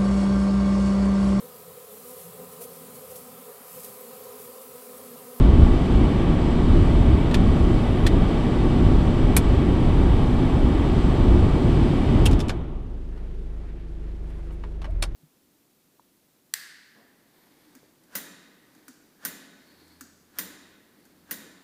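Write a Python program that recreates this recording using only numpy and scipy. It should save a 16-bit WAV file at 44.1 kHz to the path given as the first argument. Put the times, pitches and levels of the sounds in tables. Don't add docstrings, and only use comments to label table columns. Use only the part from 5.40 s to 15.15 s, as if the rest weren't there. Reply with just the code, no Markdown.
import sys
import numpy as np
from scipy import signal
from scipy.fft import rfft, irfft, next_fast_len
from scipy.io import wavfile
from scipy.ndimage import uniform_filter1d

SR = 44100
rng = np.random.default_rng(int(sys.argv[2]) if len(sys.argv) > 2 else 0)


def unload_audio(sound):
    columns = np.transpose(np.atleast_2d(sound))
    steps = np.round(np.clip(columns, -1, 1) * 32767)
    wavfile.write(sys.argv[1], SR, steps.astype(np.int16))


N = 429975

# (frequency [Hz], level per Hz [dB])
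FAN_TONE = [(7.1, -32.5), (12, -5), (48, 0.5), (173, -9), (201, -8), (248, -10), (366, -14), (524, -22.5),
            (1140, -27.5), (1690, -37), (3260, -41), (6500, -57.5), (7780, -54.5), (14200, -79),
            (15500, -84)]
# (frequency [Hz], width [Hz], lift [dB])
VENT_RESONANCES = [(210, 17.04, -6.5), (232, 82, 3), (350, 59, 2), (492.5, 73, -1.5), (1023, 62, -5.5),
                   (1130, 140, 2), (1356, 420, -3.5), (2003, 60, 4.5), (2086, 74, -5.5), (2280, 72, 3.5),
                   (2440, 44, -7), (2500, 102, -0.5), (2755, 57, -7.5), (3080, 710, 2), (3520, 130, -2),
                   (3665, 92, 4.5), (3870, 120, -3.5), (5540, 300, -2.5), (5970, 196.5, 3), (6630, 880, -4),
                   (7860, 800, 0), (10860, 1200, 2)]
def fan(off_s=6.87, coast_s=0.61, bearing_drag=0.075):
    coasting = np.maximum(np.arange(N) / SR - off_s, 0)
    speed = np.clip((1 + bearing_drag) * np.exp(-coasting / coast_s) - bearing_drag, 0, 1)
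    bands = coloured_noise(FAN_TONE, -16, VENT_RESONANCES, edges_hz=(110, 450, 1500, 4000, 9000))
    powers = (2.1, 2.53, 2.2, 2.7, 3.8, 3.3)
    flicker_db = (0.79, 0.13, 0.22, 0.28, 0.61, 0.8)
    buffet_db = (1.9, 0.76, 0.16, 0, 0.084, 0)
    gust_db, buffet = 0.16 * wander(3.9), wander(9)
    return sum(band * speed ** power * undb(gust_db + flicker * wander(6) + depth * buffet)
               for band, power, flicker, depth in zip(bands, powers, flicker_db, buffet_db))


# (time [s], firing rate [Hz], first order [dB], second
# order [dB], first order's lead [rad])
IDLE = [(7.6, 27.05, -33, -36, 0.028), (8.05, 26.68, -33.5, -35, 0.065), (8.25, 26.12, -36, -35, .4),
        (8.6, 25.33, -36.5, -34, .55), (9.0, 24.97, -36, -34, .55), (9.45, 24.98, -36.5, -32, .55)]
# (multiple of the firing rate, level before the cabin boom [dB])
UPPER_ORDERS = [(4, -57.5), (5, -57), (6, -51), (6.5, -57.5), (7, -59.5), (9, -60.5), (10, -64.5),
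                (10.5, -63.5), (12, -63.5), (13, -61.5), (13.5, -59.5), (15, -66.5)]
# (frequency [Hz], width [Hz], lift [dB])
CABIN_BOOM = [(78.7, 9.4, -12.5), (137, 10, 4.5), (245, 8.8, 10), (333, 14, 8.5)]
# (frequency [Hz], level per Hz [dB])
RUMBLE_TONE = [(5, -22.5), (20, -2.5), (45, 1.5), (60, -1), (105, -11), (145, -5.5), (205, -11.5),
               (285, -16), (330, -11.5), (420, -11.5), (470, -18.5), (550, -19.5), (1000, -30),
               (1900, -35.5), (3200, -40), (6500, -50), (12000, -57), (15000, -67.5)]
def engine():
    hz, first_db, second_db, lead = curves(IDLE)
    phase = 2 * np.pi * np.cumsum(hz * (1 + 0.0023 * wander(7.4))) / SR
    third_db = -37 + resonance_db(3 * hz, CABIN_BOOM)
    orders = np.zeros(N)
    for order, db, offset in [(1, first_db, lead), (2, second_db, -0.75), (3, third_db, 1.4)]:
        orders += undb(db + 0.553 * wander(4.4)) * np.cos(order * phase + offset)
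    for order, db in UPPER_ORDERS:
        gain = undb(db + wander(2.8) + resonance_db(order * hz, CABIN_BOOM))
        orders += gain * np.cos(order * phase + rng.uniform(0, 2 * np.pi))
    bands = coloured_noise(RUMBLE_TONE, -42.5, edges_hz=(120, 500, 2500))
    rumble = sum(band * undb(1.1 * wander(6.2)) for band in bands)
    throb = 1 + 0.1196 * np.cos(phase)
    return np.sqrt(2) * orders + throb * rumble


# (frequency [Hz], width [Hz], cabin t60 [s])
CRACK_BANDS = [(859, 1100, 0.12), (2760, 2220, 0.065), (5460, 4400, .07), (9140, 3200, 0.05),
               (13600, 4130, .05)]
def clicks(hits, body, detune=0.015, rattle=2.5):
    crack_db, rings, ring_t60, rise_s, contacts = body
    out, t = np.zeros(N), np.arange(int(0.2 * SR)) / SR
    crack = [(*band, db) for band, db in zip(CRACK_BANDS, crack_db)]
    attack = np.minimum(t / rise_s, 1)
    spike = np.exp(-np.maximum(t - rise_s, 0) / 0.0029)
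    for start_s, level_db, tilt_db, ring_db in hits:
        modes = [(hz, 0, ring_t60, db + ring_db) for hz, db in rings]
        for delay_s, contact_db in [(0, 0)] + contacts:
            i = int((start_s + delay_s) * SR)
            slope_db = tilt_db - 1 if delay_s > 0 else tilt_db
            for hz, width, t60, db in crack + modes:
                envelope = attack * (spike + undb(5) * 1000.0 ** (-t / t60))
                if width:
                    part = band_pass(rng.standard_normal(len(t)) * envelope, hz, width)
                else:
                    rough = 1 + rattle * uniform_filter1d(rng.standard_normal(len(t)), size=64)
                    ring_hz = hz * (1 + detune * rng.standard_normal())
                    part = envelope * rough * np.sin(2 * np.pi * (ring_hz * t + rng.random()))
                part /= np.sqrt(np.mean(part[:SR // 70] ** 2))
                gain = undb(level_db + contact_db + db + slope_db * np.log2(hz / 2800))
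                out[i:i + len(t)] += gain * part[:N - i]
    return out


# (time [s], level [dB], tilt [dB/octave], ring lift [dB])
HANDLING_HITS = [(1.910, -41, -1, 0), (1.941, -25.5, -1.5, -3.5), (2.664, -26.5, 1.5, -1.5)]
CAP_HITS = [(3.9655, -16.5, 0.01, 0.0011)]
SHELL_BODY = [-14, -4, -12, -15, -25], [(1820, -3), (2550, -7), (3150, -11), (3490, -9), (4150, -10.5),
              (4800, -15), (5600, -22)], 0.045, 0.0043, [(.0085, -9.5)]
CAP_BODY = [-14.5, -13.5, -13, -4.5, -13.5], [(800, -20), (1550, -20), (1950, -18.5), (2250, -15),
            (2450, -14), (3500, -21.5), (4300, -21), (11200, -10.5)], 0.052, 0.0007, [(.009, -10)]
def held_plastic():
    return clicks(HANDLING_HITS, SHELL_BODY) + clicks(CAP_HITS, CAP_BODY)


# (time [s], level [dB], tilt [dB/octave], ring lift [dB])
CATCH_HITS = [(9.623, -24, 0, -2.5)]
CATCH_BODY = [-11.5, -8.5, -12, -14, -23], [(600, -11), (2300, -18), (2640, -14), (3800, -13.5),
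              (4400, -12), (5200, -12), (8800, -10)], 0.05, 0.004, [(.011, -8), (.027, -25)]
def catch():
    return clicks(CATCH_HITS, CATCH_BODY)


# (time [s], level [dB], tilt [dB/octave], ring lift [dB])
SWITCH_HITS = [(6.854, -27, 2, -10), (6.859, -24, 1.1, -1.5)]
KNOB_HITS = [(6.910, -39, 1.5, -8), (6.929, -37, -3, 0), (6.990, -38, -2, -9), (7.001, -33, 0.5, 5.5),
             (7.081, -38, 0, -9), (7.092, -28, -4, 1)]
SWITCH_BODY = [-15, -14, -12, -14, -26], [(2750, -2.5), (2950, -6.5), (3170, -4), (3600, -19), (5200, -16),
               (8030, -16), (9450, -17)], 0.041, 0.0039, [(.008, -7.5)]
KNOB_BODY = [-10, -7.5, -9.5, -16, -30], [(980, -23), (1700, -22), (2400, -20), (3150, -18), (3440, -14),
             (5150, -16)], .04, 0.004, [(.008, -7.5)]
def dash_controls():
    return clicks(SWITCH_HITS, SWITCH_BODY) + clicks(KNOB_HITS, KNOB_BODY)


# (time [s], level [dB])
BLOWS = [(9.497, -19), (9.547, -20), (9.6, -18), (9.655, -23.5), (9.72, -22)]
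def thud(lowest_hz=41.6, next_hz=78.3):
    out = np.zeros(N)
    for start_s, db in BLOWS:
        t = np.maximum(np.arange(N) / SR - start_s, 0)
        swing = t / 0.024 * np.exp(1 - t / 0.019)
        modes = np.sin(2 * np.pi * lowest_hz * t) + undb(-8.5) * np.sin(2 * np.pi * next_hz * t)
        out += undb(db) * swing * modes
    return out


# (time [s], level [dB], tilt [dB/octave], ring lift [dB])
TRIM_HITS = [(7.775, -53.5, 1, 2), (8.90, -55, 1, -4), (9.105, -55, 1, 3), (9.236, -49.5, -4.5, 3),
             (9.342, -66, 2, 1), (9.416, -39.5, 1, -11), (9.442, -40.5, -0.5, 1), (9.451, -44.5, -0.5, 1),
             (9.505, -59, 2, -3)]
TRIM_BODY = [-5, -13, -24, -31, -39], [(900, -10.5), (1230, -11), (1600, -17), (1950, -14), (2250, -19),
             (2950, -16), (4200, -23), (5400, -26)], 0.055, 0.003, [(.011, -10)]
def trim_ticks():
    return clicks(TRIM_HITS, TRIM_BODY)


# (time [s], level [dB])
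RUSTLE_RIDE = [(7.6, -67), (8.1, -62.5), (8.8, -63), (8.9, -62), (9.0, -60), (9.2, -64), (9.4, -66.5),
               (9.75, -65)]
# (frequency [Hz], level per Hz [dB])
RUSTLE_TONE = [(200, -8), (600, 6), (2000, 1), (5000, -14), (10000, -19.5), (15000, -32)]
def seat_rustle(squeak_at_s=9.468, squeak_length_s=0.045):
    ride_db, = curves(RUSTLE_RIDE)
    moving = np.arange(N) / SR > RUSTLE_RIDE[0][0]
    bands = coloured_noise(RUSTLE_TONE, 0, edges_hz=(1500, 5000))
    cloth = sum(band * undb(2.5 * wander(25)) for band in bands)
    squeak_hz = 600 * (1 + 0.06 * wander(90))
    squeak = swell(squeak_at_s, squeak_length_s) * np.sin(2 * np.pi * np.cumsum(squeak_hz) / SR)
    return moving * undb(ride_db) * cloth + undb(-41) * squeak


# (time [s], length [s], level [dB])
STROKES = [(.19, .22, -68), (.65, .1, -69), (5.35, .7, -66), (8.882, 0.04, -70), (8.92, 0.075, -76),
           (9.107, 0.053, -67), (9.497, 0.024, -70)]
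# (frequency [Hz], level per Hz [dB])
BRUSH_TONE = [(1000, -20), (2000, -2), (4000, -12), (8000, 0), (10300, -1), (11000, 1), (12000, -6),
              (14500, -6), (15500, -12)]
def sleeve_brush(grain_db=1.5):
    envelope = sum(undb(db) * swell(start_s, length_s) for start_s, length_s, db in STROKES)
    return envelope * coloured_noise(BRUSH_TONE, 0)[0] * undb(grain_db * wander(120))


def undb(db):
    return 10 ** (np.asarray(db) / 20)


def curves(table):
    times, *columns = np.transpose(table)
    return [np.interp(np.arange(N) / SR, times, column) for column in columns]


def swell(start_s, length_s):
    return np.sin(np.pi * np.clip((np.arange(N) / SR - start_s) / length_s, 0, 1))


def wander(rate_hz):
    hold = int(SR / rate_hz)
    steps = np.repeat(rng.standard_normal(N // hold + 1), hold)
    return 1.3 * uniform_filter1d(uniform_filter1d(steps, hold), hold)[:N]


def resonance_db(hz, peaks):
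    return sum(lift_db / (1 + (2 * (hz - centre) / width) ** 2) for centre, width, lift_db in peaks)


def coloured_noise(tone, rms_db, peaks=(), edges_hz=()):
    size = next_fast_len(N)
    hz = np.arange(1, size // 2 + 2) * SR / size
    tone_hz, tone_db = np.transpose(tone)
    shape_db = np.interp(np.log(hz), np.log(tone_hz), tone_db) + resonance_db(hz, peaks)
    spectrum = rfft(rng.standard_normal(size)) * undb(shape_db)
    spectrum *= undb(rms_db) / irfft(spectrum, size).std()
    band = np.searchsorted(edges_hz, hz)
    return [irfft(spectrum * (band == k), size)[:N] for k in range(len(edges_hz) + 1)]


def band_pass(x, hz, width):
    edges = np.clip([hz - width / 2, hz + width / 2], 10, SR / 2.2)
    return signal.sosfilt(signal.butter(2, edges, "band", fs=SR, output="sos"), x)


def scene():
    clicking = held_plastic() + catch() + dash_controls() + trim_ticks()
    return (fan() + engine() + seat_rustle() + sleeve_brush() + clicking + thud())[None]


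def record(dry, top_hz=15400):
    return signal.sosfilt(signal.ellip(10, 0.2, 80, top_hz, fs=SR, output="sos"), dry)


dry = scene()
out = record(dry)
unload_audio(out)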